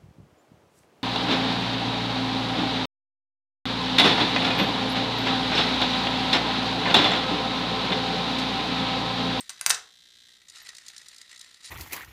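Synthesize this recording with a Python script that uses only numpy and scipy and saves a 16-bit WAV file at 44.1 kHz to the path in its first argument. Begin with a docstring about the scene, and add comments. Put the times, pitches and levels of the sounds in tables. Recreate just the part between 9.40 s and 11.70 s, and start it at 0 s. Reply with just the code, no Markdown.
"""A coin clinks, drops and clatters into a wooden toy money box in a small room, nudged off its plate
by a motorised plastic hen. Each impact is a short crack that excites the modes of coin and box.
The geared motor ticks lightly on every turn, and the ticks fuse into a whirr over the rubbing of the
teeth. As it lifts the hen back up, the loaded gears catch and chatter like a ratchet; the lever
squeaks faintly and scrapes at the top of its travel."""
import sys
import numpy as np
from scipy import signal
from scipy.fft import rfft, irfft
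from scipy.io import wavfile

SR = 44100
rng = np.random.default_rng(int(sys.argv[2]) if len(sys.argv) > 2 else 0)


def log_audio(samples):
    """Write samples as a 16-bit WAV file to the path given in sys.argv[1]."""
    # one column per channel
    frames = np.atleast_2d(samples).T
    # limit to full scale, then quantise
    limited = np.clip(frames, -1, 1)
    pcm = np.round(limited * 32767).astype(np.int16)
    wavfile.write(sys.argv[1], SR, pcm)


N = 101429
T = np.arange(N) / SR
HZ = np.fft.rfftfreq(4096, 1 / SR)
TURN_HZ = 60.55

# Background air spectrum: frequency_hz, gain_db
AIR_SPECTRUM = [(20, -27), (35, -21), (55, -0.5), (90, -6), (140, -5), (300, -6.5), (1000, -19.5),
                (4000, -16.5), (15000, -21)]
# Tooth ticks within one turn: delay_s, level_db, treble_db
TICKS_PER_TURN = [(0, 3, -2.5), (.0041, -1, 6), (.0069, 0.5, -3)]
# Tick spectrum: frequency_hz, gain_db
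TICK_SPECTRUM = [(200, -28.5), (1100, -27), (1550, -19.5), (2000, -9), (2500, -14), (3100, -5), (3450, -2),
                 (3950, -0.5), (4400, -8.5), (5500, -11), (8000, -15), (10000, -20), (15000, -38.5)]
# Gear tones at multiples of the turn rate: harmonic_number, level_db
WHINE_HARMONICS = [(26, -15.5), (27, -18.5), (31, -15), (56, -15.5), (60, -14), (61, -17), (63, -17.5),
                   (65, -4.5), (67, -8), (77, -12)]
# Envelope of ticks and whine together: time_s, level_db
MOTOR_ENVELOPE = [(0, -63), (.2, -56.5), (.5, -59), (.75, -57.5), (.94, -58), (1.0, -64), (1.07, -69),
                  (1.15, -63.5), (2.15, -64), (2.22, -88)]
# Gear friction envelope: time_s, level_db
RUB_ENVELOPE = [(0, -51.5), (.1, -59), (.25, -52), (.42, -75), (1.07, -63.5), (1.13, -56), (1.17, -47.5),
                (1.23, -54), (1.28, -49), (1.35, -55.5), (1.46, -54), (1.6, -54.5), (1.655, -53),
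                (1.72, -54.5), (1.98, -54.5), (2.12, -55), (2.215, -58), (2.3, -48)]
# Gear friction spectrum: frequency_hz, gain_db
RUB_SPECTRUM = [(200, -17), (800, -11), (1250, -7.5), (2000, -3.5), (2700, -1.5), (4000, -2), (7000, -9),
                (9500, -9), (12000, -17), (15000, -44)]
# Gear resonances: centre_hz, width_hz, gain_db
GEAR_RESONANCES = [(1294, 180, 7.9), (1900, 310, 12.2), (3883, 490, 9.2), (4570, 370, 7.2),
                   (5173, 190, 9.4), (5940, 230, 8.6), (7050, 770, 9), (8600, 450, 7.1)]
# Coin impacts; the clink is a broad peak at the pitch where the coin is excited most:
# start_s, level_db, bass_db, treble_db, decay_s, coin_ring_db, pitch_hz, clink_db, box_ring_db
COIN_IMPACTS = [(.0064, -37.5, -23, 11, 0.0048, 12, 8450, 1, -6),
                (.0093, -36, -11, 9, 0.0019, 13, 8450, 4, -18),
                (0.0941, -26.5, -12, -7, 0.0037, -11, 8450, -0.5, 3),
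                (.103, -29, 3.5, 5, 0.0015, -2.5, 8450, 2, 0),
                (0.2116, -10.5, 2.5, 4, 0.00064, -16, 9850, 15, -7),
                (0.2622, -7.5, -2.5, 3.5, 0.0023, -6, 14300, -3, 1),
                (.295, -19.5, -12, 7, 0.01, 27, 9250, 6.5, -11),
                (0.2977, -35.5, -22, 8, .0025, 23, 12200, 6, -5),
                (0.3034, -9, -2, -13.5, .0025, -6, 9000, -3, 3),
                (0.3072, -11, -18, -11.5, 0.0023, -14, 9200, -2, 4.5),
                (0.3094, -9.5, -26, -3, .0015, 1, 9520, -1, 0),
                (.324, -31.5, 22, -7, 0.0027, -15, 8000, -2, -9),
                (.344, -25.5, -22, -19, 0.007, -13, 7800, 6.5, -8)]
# Impact spectrum: frequency_hz, gain_db
IMPACT_SPECTRUM = [(60, -30), (250, -27), (450, -9), (850, -3.5), (1400, 2.5), (2800, 1), (4000, -1.5),
                   (6500, 1.5), (9000, 1.5), (11000, -4), (15000, -17)]
# Peaks and dips in that spectrum: centre_hz, width_hz, gain_db
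IMPACT_PEAKS = [(3460, 130, -3.5), (4020, 450, 6.5), (4150, 170, -9), (6003, 320, 5), (6600, 210, -6),
                (8300, 220, 0), (8960, 270, 6), (9970, 380, -9), (11400, 740, -4.5)]
# Modes of the coin: pitch_hz, level_db, t60_s
COIN_MODES = [(8450, 3, 0.057), (8550, 4, 0.062), (9520, -11, 0.044), (12200, -4, 0.056),
              (14300, -6, 0.094)]
# Modes of the wooden box: pitch_hz, level_db, t60_s
BOX_MODES = [(142.3, -13, 0.21), (754, -16, 0.46), (1123, -9, 0.32), (1386, -3, .18), (1540, 4, 0.22),
             (1644, -4, 0.18), (1808, 0, 0.18), (2028, -0.5, 0.29), (2610, 1, 0.21), (4820, 6, 0.14),
             (6028, 2, 0.14), (6570, 2, 0.21), (6700, 3, 0.17), (8250, -13, 0.24)]
# Catches of the loaded gears: start_s, level_db, body_db
GEAR_CATCHES = [(1.0160, -52.5, 8), (1.0828, -45.5, -3.5), (1.086, -52, -8), (1.097, -41.5, -9.5),
                (1.120, -51, -13), (1.157, -42.5, 1.5), (1.175, -48, -1), (1.183, -45, -6),
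                (1.2157, -48.5, 20.5), (1.26, -45, 12), (1.2886, -36, 7), (1.2907, -44, -10),
                (1.331, -51, 22), (1.3487, -41.5, -4), (1.3666, -41, -20), (1.382, -39, 2.5),
                (1.463, -43, -11), (1.482, -35, -15), (1.498, -46.5, 10), (1.544, -49.5, 2),
                (1.563, -39, 4), (1.579, -37.5, -21), (1.614, -45.5, 5), (1.6606, -51.5, 9),
                (1.6832, -38.5, -34), (1.744, -43.5, -1), (1.7617, -45.5, -22), (1.782, -43, -6),
                (1.813, -39, 1), (1.893, -49.5, 5.5), (1.9137, -43.5, 5.5), (1.9454, -54, 4),
                (1.96, -43.5, 6), (1.976, -45, -7), (1.9927, -42, -15), (2.0113, -37, -6), (2.043, -48, 5),
                (2.11, -54, -8), (2.143, -46.5, 1), (2.231, -45.5, 8)]
# Spectrum of catches and scrape: frequency_hz, gain_db
CATCH_SPECTRUM = [(200, -17), (700, -11.5), (1200, -11), (2500, 1), (4000, 4.5), (7000, 1), (9000, 0.5),
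                  (11000, -7.5), (15000, -18)]
# Lever squeaks: start_s, length_s, from_hz, to_hz, level_db
LEVER_SQUEAKS = [(1.221, 0.0076, 11900, 12800, -51), (1.223, 0.015, 12900, 13100, -54),
                 (2.253, 0.0147, 10800, 8600, -43)]
# Lever scrape envelope: time_s, level_db
SCRAPE_ENVELOPE = [(2.235, -64), (2.246, -41), (2.264, -45), (2.272, -45.5), (2.3, -50)]
# Reverberation time: frequency_hz, t60_s
ROOM_DECAY = [(150, 0.59), (600, 0.37), (1300, 0.32), (4000, 0.28), (8000, 0.25), (15000, 0.19)]
# Reverberation spectrum: frequency_hz, gain_db
ROOM_SPECTRUM = [(150, 0.5), (600, -1.5), (1300, 3), (3000, -3.5), (6500, -2.5), (10000, -8), (15000, 1.5)]


def amp(db):
    return 10 ** (np.asarray(db) / 20)


def unit_rms(x):
    return x / np.sqrt(np.mean(x ** 2) + 1e-20)


def curve(points, hz=HZ):
    """Linear interpolation on a log-frequency axis."""
    point_hz, value = np.transpose(points)
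    return np.interp(np.log(hz + 1), np.log(point_hz + 1), value)


def envelope(points):
    """Gain over time, linear in decibels between points."""
    return amp(np.interp(T, *np.transpose(points)))


def add(mix, start_s, sound):
    part = mix[max(round(start_s * SR), 0):][:len(sound)]
    part += sound[:len(part)]


def resonances(peaks):
    """Lorentzian peaks summed into a dB curve."""
    return sum(db / (1 + (2 * (HZ - hz) / width_hz) ** 2) for hz, width_hz, db in peaks)


def low_shelf(corner_hz):
    return 1 / (1 + (HZ / corner_hz) ** 6)


def high_shelf(corner_hz=8500):
    return 1 - low_shelf(corner_hz)


def colour(x, gain_db):
    """Minimum-phase filtering by a dB curve, scaled to unit energy."""
    log_gain = np.log(amp(np.r_[gain_db, gain_db[-2:0:-1]]))
    response = np.exp(np.conj(signal.hilbert(log_gain)))
    taps = irfft(response[:len(gain_db)])
    return signal.fftconvolve(x, taps / np.linalg.norm(taps))[:len(x)]


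def crack(decay_s, rise_s=0.00055):
    """Impact excitation: a dying burst of micro-contacts with a nearly flat spectrum."""
    t = np.arange(2048) / SR
    fade = np.minimum((t + 1 / SR) / rise_s, 1) * np.exp(-t / decay_s)
    phase = np.angle(rfft(rng.choice([-1., 1.], len(t)) * fade))
    burst = irfft(np.exp(1j * phase)) * np.sqrt(fade)
    return burst * np.linalg.norm(fade) / np.linalg.norm(burst)


def grit(spread_db, grains_per_s=7000):
    """Shot noise: dense, randomly timed micro-impacts of uneven size."""
    size = amp(spread_db * np.minimum(rng.exponential(1, N), 3))
    sign = rng.choice([-1., 1.], N)
    return unit_rms(size * sign * (rng.random(N) < grains_per_s / SR))


def tooth_contact(shift=0.02, scatter_db=1.8):
    """The gear resonances, as a dB curve, vary slightly with the point of contact."""
    chance = rng.standard_normal((len(GEAR_RESONANCES), 2))
    return resonances([(hz * (1 + shift * detune), width_hz, db + scatter_db * size)
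                       for (hz, width_hz, db), (detune, size) in zip(GEAR_RESONANCES, chance)])


def room_air():
    """Stationary noise, strongest in the bass, forms the quiet background."""
    return unit_rms(colour(rng.standard_normal(N), curve(AIR_SPECTRUM)))


def motor_ticks(scatter_db=0.5, jitter_s=0.00002):
    """A periodic impulse train: three tooth ticks on every turn fuse into a whirr."""
    turns_s = 0.7038 % (1 / TURN_HZ) + np.arange(int(T[-1] * TURN_HZ)) / TURN_HZ
    out, taps = np.zeros(N), np.arange(-16, 17)
    for delay_s, db, treble_db in TICKS_PER_TURN:
        impulses = np.zeros(N)
        for turn_s, (late, size) in zip(turns_s, rng.standard_normal((len(turns_s), 2))):
            sample = (turn_s + delay_s + jitter_s * late) * SR
            impulse = np.sinc(taps - sample % 1) * np.hanning(len(taps))  # falls between samples
            add(impulses, (int(sample) + taps[0]) / SR, amp(db + scatter_db * size) * impulse)
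        ticks = signal.fftconvolve(impulses, crack(decay_s=0.0013))[:N]
        out += colour(ticks, curve(TICK_SPECTRUM) + treble_db * high_shelf())
    return out


def gear_whine(depth=0.7, crest_s=0.7079):
    """Amplitude modulation: harmonics of the turn rate swell with each turn's middle tick."""
    phase = 2 * np.pi * TURN_HZ * (T - crest_s)
    tones = sum(amp(db) * np.sin(harmonic * phase) for harmonic, db in WHINE_HARMONICS)
    return tones * (1 + depth * np.cos(phase))


def gear_rub(pulse_db=3, scatter_db=3, crest_s=1.501, contacts=6):
    """Sliding friction pulses once a turn, each time at a randomly chosen tooth contact."""
    turn = (T - crest_s) * TURN_HZ
    uneven = np.interp(T * TURN_HZ * 2, np.arange(400), rng.standard_normal(400))
    pressure = amp(pulse_db * np.cos(2 * np.pi * turn) + scatter_db * uneven)
    friction = unit_rms(grit(spread_db=4.5) * pressure) * envelope(RUB_ENVELOPE)
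    touching = rng.integers(0, contacts, N)[np.round(turn).astype(int)]
    return sum(colour(friction * (touching == k), curve(RUB_SPECTRUM) + tooth_contact())
               for k in range(contacts))


def coin_cracks(clink_width_hz=2200):
    """Brief contact gives a broad spectrum: each coin impact is a filtered crack."""
    out = np.zeros(N)
    for start_s, db, bass_db, treble_db, decay_s, _, pitch_hz, clink_db, _ in COIN_IMPACTS:
        peaks = resonances(IMPACT_PEAKS + [(pitch_hz, clink_width_hz, clink_db)])
        tilt = bass_db * low_shelf(corner_hz=2500) + treble_db * high_shelf()
        add(out, start_s, amp(db) * colour(crack(decay_s), curve(IMPACT_SPECTRUM) + peaks + tilt))
    return out


def ring(modes):
    """Free vibration is a sum of damped sines; neighbouring modes start in opposite phase."""
    t = np.arange(SR // 2) / SR
    return sum((-1) ** k * amp(db - 60 * t / t60_s) * np.sin(2 * np.pi * hz * t)
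               for k, (hz, db, t60_s) in enumerate(modes))


def coin_and_box_ring(coin_gain_db=-11, box_gain_db=-32.5, falloff_db_per_hz=5):
    """Modal excitation: impacts ring box and coin; coin modes far from the impact's pitch ring less."""
    out = np.zeros(N)
    for start_s, db, _, _, _, coin_db, pitch_hz, _, box_db in COIN_IMPACTS:
        excited = [(hz, mode_db - falloff_db_per_hz * abs(hz - pitch_hz), t60_s)
                   for hz, mode_db, t60_s in COIN_MODES]
        coin = amp(coin_gain_db + coin_db) * ring(excited)
        box = amp(box_gain_db + box_db) * ring(BOX_MODES)
        add(out, start_s, amp(db) * (coin + box))
    return out


def gear_catches(rise_s=0.0016, fall_start_s=0.0025, decay_s=0.0034):
    """Loaded teeth catch, and each gritty force pulse excites the gear resonances."""
    out, t = np.zeros(N), np.arange(SR // 20) / SR
    force = np.minimum(t / rise_s, 1) * np.exp(-np.maximum(t - fall_start_s, 0) / decay_s)
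    grains = grit(spread_db=2)
    for start_s, db, body_db in GEAR_CATCHES:
        burst = grains[round(start_s * SR):][:len(t)] * force
        burst *= np.linalg.norm(force) / np.linalg.norm(burst)
        spectrum = curve(CATCH_SPECTRUM) + tooth_contact() + body_db * low_shelf(corner_hz=3000)
        add(out, start_s, amp(db) * colour(burst, spectrum))
    return out


def lever_squeaks():
    """Linear chirps: the lever squeaks in brief, very high gliding tones."""
    out = np.zeros(N)
    for start_s, length_s, from_hz, to_hz, db in LEVER_SQUEAKS:
        hz = np.linspace(from_hz, to_hz, int(length_s * SR))
        chirp = np.sin(2 * np.pi * np.cumsum(hz) / SR)
        add(out, start_s, amp(db) * np.hanning(len(hz)) * chirp)
    return out


def lever_scrape():
    """Friction at the top of the lever's travel drives the gear resonances."""
    sliding = T > SCRAPE_ENVELOPE[0][0]
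    friction = grit(spread_db=4.5) * envelope(SCRAPE_ENVELOPE) * sliding
    return colour(friction, curve(CATCH_SPECTRUM) + resonances(GEAR_RESONANCES))


def room(direct, wet_db, onset_s=0.00062):
    """Reverberation: a diffuse tail follows the direct sound and dies fastest in the treble."""
    hz, t, noise = signal.stft(rng.standard_normal(SR // 2), SR, nperseg=256)
    decay = amp(-60 * t / curve(ROOM_DECAY, hz)[:, None])
    tail = signal.istft(noise * decay, SR, nperseg=256)[1]
    fade_in = np.clip(np.arange(len(tail)) / SR / onset_s - 0.5, 0, 1)
    tail = colour(tail, curve(ROOM_SPECTRUM)) * fade_in
    return direct + amp(wet_db) * signal.fftconvolve(direct, tail / np.linalg.norm(tail))[:N]


def scene():
    """Superposition of air, coin, motor and mechanism in one channel."""
    air = amp(-71) * room_air()
    coin = room(coin_cracks(), wet_db=-5.5) + coin_and_box_ring()
    whirr = unit_rms(room(motor_ticks(), wet_db=-5.5))
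    motor = (whirr + gear_whine()) * envelope(MOTOR_ENVELOPE)
    mechanism = room(gear_rub() + lever_scrape() + gear_catches() + lever_squeaks(), wet_db=-10.5)
    return (air + coin + motor + mechanism)[None]


def record(dry, cutoff_hz=15230):
    """Band limiting: a linear-phase low-pass removes the highest treble."""
    low_pass = signal.firwin(201, cutoff_hz, window=("kaiser", 9), fs=SR)
    return signal.oaconvolve(dry, low_pass[None], "same")


dry = scene()
out = record(dry)
log_audio(out)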